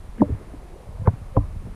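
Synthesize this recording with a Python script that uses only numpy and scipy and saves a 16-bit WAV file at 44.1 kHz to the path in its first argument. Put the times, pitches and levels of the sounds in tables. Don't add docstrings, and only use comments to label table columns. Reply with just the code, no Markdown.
import sys
import numpy as np
from scipy import signal
from scipy.fft import rfft, irfft
from scipy.io import wavfile

SR = 44100
rng = np.random.default_rng(int(sys.argv[2]) if len(sys.argv) > 2 else 0)


def wrap_up_sound(samples):
    columns = np.atleast_2d(samples).T
    tamed = np.clip(columns, -1, 1)
    steps = np.round(tamed * 32767).astype(np.int16)
    wavfile.write(sys.argv[1], SR, steps)


N = 77175
T = np.arange(N) / SR
HZ = np.fft.rfftfreq(N, 1 / SR)

# (time [s], level [dB])
RUMBLE_LEVEL = [(0, -41), (.2, -39), (.45, -40.5), (.6, -38), (.8, -43.5), (.95, -36.5), (1.15, -38.5),
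                (1.33, -35.5), (1.46, -35), (1.6, -32.5), (1.75, -33.5)]
WASH_LEVEL = [(0, -49), (.15, -48.5), (.27, -44.5), (.45, -46.5), (.65, -49), (.8, -49.5), (1.0, -50.5),
              (1.15, -46.5), (1.3, -49.5), (1.42, -48), (1.55, -48.5), (1.68, -49), (1.75, -46)]
# (frequency [Hz], relative density [dB])
RUMBLE_SPECTRUM = [(10, -13.5), (30, 5.5), (60, -2), (100, -8), (150, -16.5), (220, -19), (400, -55),
                   (1000, -77)]
WASH_SPECTRUM = [(60, 3), (200, 0.5), (350, -3), (600, -6.5), (1100, -8), (1500, -15), (2200, -17),
                 (3200, -31), (6000, -52)]
HISS_SPECTRUM = [(1470, -53), (2500, -3.5), (2970, -5), (3780, -5), (5420, -8.5), (8190, -9.5),
                 (9450, -5.5), (10700, -9), (11500, -12.5), (13600, -16), (15000, -25)]
# (time [s], level [dB], pitch [Hz], t60 [cycles])
SOFT_BUMPS = [(.088, -24.5, 42, 6), (0.264, -22, 90, 8.9), (0.2923, -19, 267, 14.7),
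              (0.302, -14.5, 72, 8.7), (0.32, -16, 95.7, 13.2), (0.328, -20.5, 88, 4.7),
              (0.347, -13.5, 82, 3.4), (0.536, -27.5, 278, 17), (0.612, -26.5, 87, 3.2),
              (.888, -23, 91, 5.8), (0.996, -21.5, 93.3, 15), (1.018, -19.5, 124, 11),
              (1.035, -18, 68.5, 3.2), (1.051, -26, 133, 14), (1.104, -15.5, 134, 6),
              (1.135, -16.5, 111, 5.6), (1.215, -21.5, 92, 7.2), (1.3693, -14, 48, 9.4),
              (1.389, -11.5, 59.2, 3.9), (1.409, -17.5, 94, 9.8), (1.437, -24, 65.6, 15),
              (1.562, -18, 81, 5.8), (1.651, -19, 97, 6.4), (1.67, -18, 180, 4), (1.724, -22.5, 70, 3.4)]
# (time [s], level [dB], centre [Hz], band sigma [octaves], time sigma [s])
GRITTY_SCUFFS = [(0.184, -40.5, 1180, 0.61, 0.0012), (0.185, -38, 333, 0.44, 0.0045),
                 (.198, -48, 1900, 0.41, 0.0029), (.2088, -32, 1790, 0.18, 0.00091),
                 (.209, -27.5, 470, 0.2, 0.0025), (0.217, -53.5, 7200, .1, 0.00098),
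                 (0.216, -57, 4700, .28, 0.0011), (0.301, -38, 420, 0.31, 0.011),
                 (.412, -40.5, 338, 0.46, 0.009), (0.761, -38.5, 460, 0.31, 0.0041),
                 (1.064, -42, 1170, 0.53, 0.0047), (1.079, -42, 1450, 0.16, 0.0082),
                 (1.0737, -31.5, 1600, 0.27, 0.0015), (1.0755, -51.5, 3970, .22, 0.00074),
                 (1.14, -49, 980, .6, 0.0034), (1.365, -53, 1570, 0.6, .004),
                 (1.41, -48.5, 1060, 0.16, 0.022), (1.629, -48.5, 427, 0.32, 0.0066),
                 (1.675, -45.5, 325, 0.99, 0.013)]
# (time [s], mode gain [dB], mode rise factor [ratio], thud level [dB], thud pitch [Hz],
# thud lag [s], swell pitch [Hz], swell level [dB], swell lead [s])
HARD_KNOCKS = [(0.2180, -5.5, 1.0, -12.5, 100.7, 0.0024, 225, -5.5, 0.0002),
               (1.0738, -7, 0.98, 2, 95.3, 0.0017, 506, -22, 0.0015),
               (1.3676, -9.5, 0.82, -2, 105.6, 0.004, 531, -20, 0.00033)]
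# (frequency [Hz], t60 [s], base rise [s], knock 1 gain [dB], knock 2 gain [dB], knock 3 gain [dB])
HOUSING_MODES = [(200.7, 0.065, 0.002, -0.5, -7, -3), (286.7, 0.12, 0.0045, -8.5, -56, -5.5),
                 (305.6, 0.0377, 0.0023, 6, -21, -5.5), (437, 0.031, 0.00079, -13.5, -0.5, -0.5),
                 (491, 0.096, 0.0031, -12.5, -30, -17.5), (544, 0.037, 0.0019, -17, -10, 1.5),
                 (595.6, 0.075, 0.0044, -5.5, -28, -36), (689.6, 0.044, 0.00078, -31, -7.5, -3.5),
                 (786, 0.037, 0.0016, -18.5, -10.5, -3), (863, 0.017, 0.0019, 0.5, 3, -3),
                 (914, 0.022, 0.0028, -1.5, 3, -16), (984, 0.034, 0.003, -13, -3.5, 0),
                 (1043, 0.028, 0.00094, -36, -9, -29)]
# (time [s], pitch [Hz], level [dB])
SWISH_GLIDE = [(0.298, 290, -58), (0.448, 310, -49), (0.601, 345, -48), (0.751, 370, -48.5),
               (0.901, 440, -49), (1.02, 510, -49), (1.152, 570, -59), (1.451, 600, -52.5)]
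# (pitch multiple [ratio], half-width [Hz], gain [dB])
SWISH_RESONANCES = [(0.999, 32, -2.5), (1.3, 92, -3.5), (1.95, 200, -5.5)]


def amp(db):
    return 10 ** (np.asarray(db) / 20)


def add(mix, time_s, sound):
    part = mix[max(round(time_s * SR), 0):][:len(sound)]
    part += sound[:len(part)]


def noise(gain):
    x = irfft(rfft(rng.standard_normal(N)) * gain, N)
    return x / np.sqrt(np.mean(x ** 2) + 1e-20)


def colour(points):
    hz, db = np.transpose(points)
    return amp(np.interp(np.log(HZ + 1), np.log(hz + 1), db))


def level(points):
    return amp(np.interp(T, *np.transpose(points)))


def water():
    rumble = level(RUMBLE_LEVEL) * noise(colour(RUMBLE_SPECTRUM))
    wash = level(WASH_LEVEL) * noise(colour(WASH_SPECTRUM))
    return rumble + wash


def ring(hz, rise_s, t60_s):
    t = T[:N // 4]
    onset = 1 - np.exp(-(t / rise_s) ** 2)
    decay = np.exp(-np.log(1000) * t / t60_s)
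    return onset * decay * np.sin(2 * np.pi * hz * t)


def bumps():
    out = np.zeros(N)
    for time_s, db, hz, cycles in SOFT_BUMPS:
        add(out, time_s, amp(db) * ring(hz, rise_s=0.0024, t60_s=cycles / hz))
    return out


def scuffs():
    out = np.zeros(N)
    for time_s, db, hz, sigma_oct, sigma_s in GRITTY_SCUFFS:
        band = np.exp(-.5 * (np.log2((HZ + 1) / hz) / sigma_oct) ** 2)
        puff = np.exp(-.5 * ((T - time_s) / sigma_s) ** 2)
        out += amp(db) * puff * noise(band)
    return out


def swell(hz, peak_s, grow_s=0.0079, stop_s=0.0013):
    t = T[:round(2 * peak_s * SR)] - peak_s
    envelope = np.exp(np.minimum(t / grow_s, -t / stop_s))
    return envelope * np.sin(2 * np.pi * hz * t)


def knocks(swell_peak_s=0.1):
    out = np.zeros(N)
    for k, knock in enumerate(HARD_KNOCKS):
        time_s, db, softness, thud_db, thud_hz, lag_s, swell_hz, swell_db, lead_s = knock
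        add(out, time_s - lead_s - swell_peak_s, amp(swell_db) * swell(swell_hz, swell_peak_s))
        for hz, t60_s, rise_s, *spot_db in HOUSING_MODES:
            add(out, time_s, amp(db + spot_db[k]) * ring(hz, rise_s * softness, t60_s))
        add(out, time_s + lag_s, amp(thud_db) * ring(thud_hz, rise_s=0.0039, t60_s=0.072))
    return out


def swish(fade_s=0.1):
    time_s, hz, db = np.transpose(SWISH_GLIDE)
    phase_rad = 2 * np.pi * np.cumsum(np.interp(T, time_s, hz)) / SR
    inside_s = np.minimum(T - time_s[0], time_s[-1] - T)
    fade = np.clip(inside_s / fade_s + 1, 0, 1)
    bands = np.zeros(N)
    for multiple, half_width_hz, band_db in SWISH_RESONANCES:
        flutter = noise(1 / (1 + (HZ / half_width_hz) ** 2) ** 2)
        bands += amp(band_db) * flutter * np.sin(multiple * phase_rad)
    return fade * amp(np.interp(T, time_s, db)) * bands


def scene():
    return (bumps() + scuffs() + water() + knocks() + swish())[None]


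def record(dry):
    fade_s, hiss_db, cutoff_hz = 0.003, -63, 15200
    fade = np.minimum(np.minimum(T, T[::-1]) / fade_s, 1)
    hiss = amp(hiss_db) * noise(colour(HISS_SPECTRUM))
    lowpass = signal.firwin(511, cutoff_hz, window=("kaiser", 9), fs=SR)
    return signal.oaconvolve(dry * fade + hiss, lowpass[None], "same")


dry = scene()
out = record(dry)
wrap_up_sound(out)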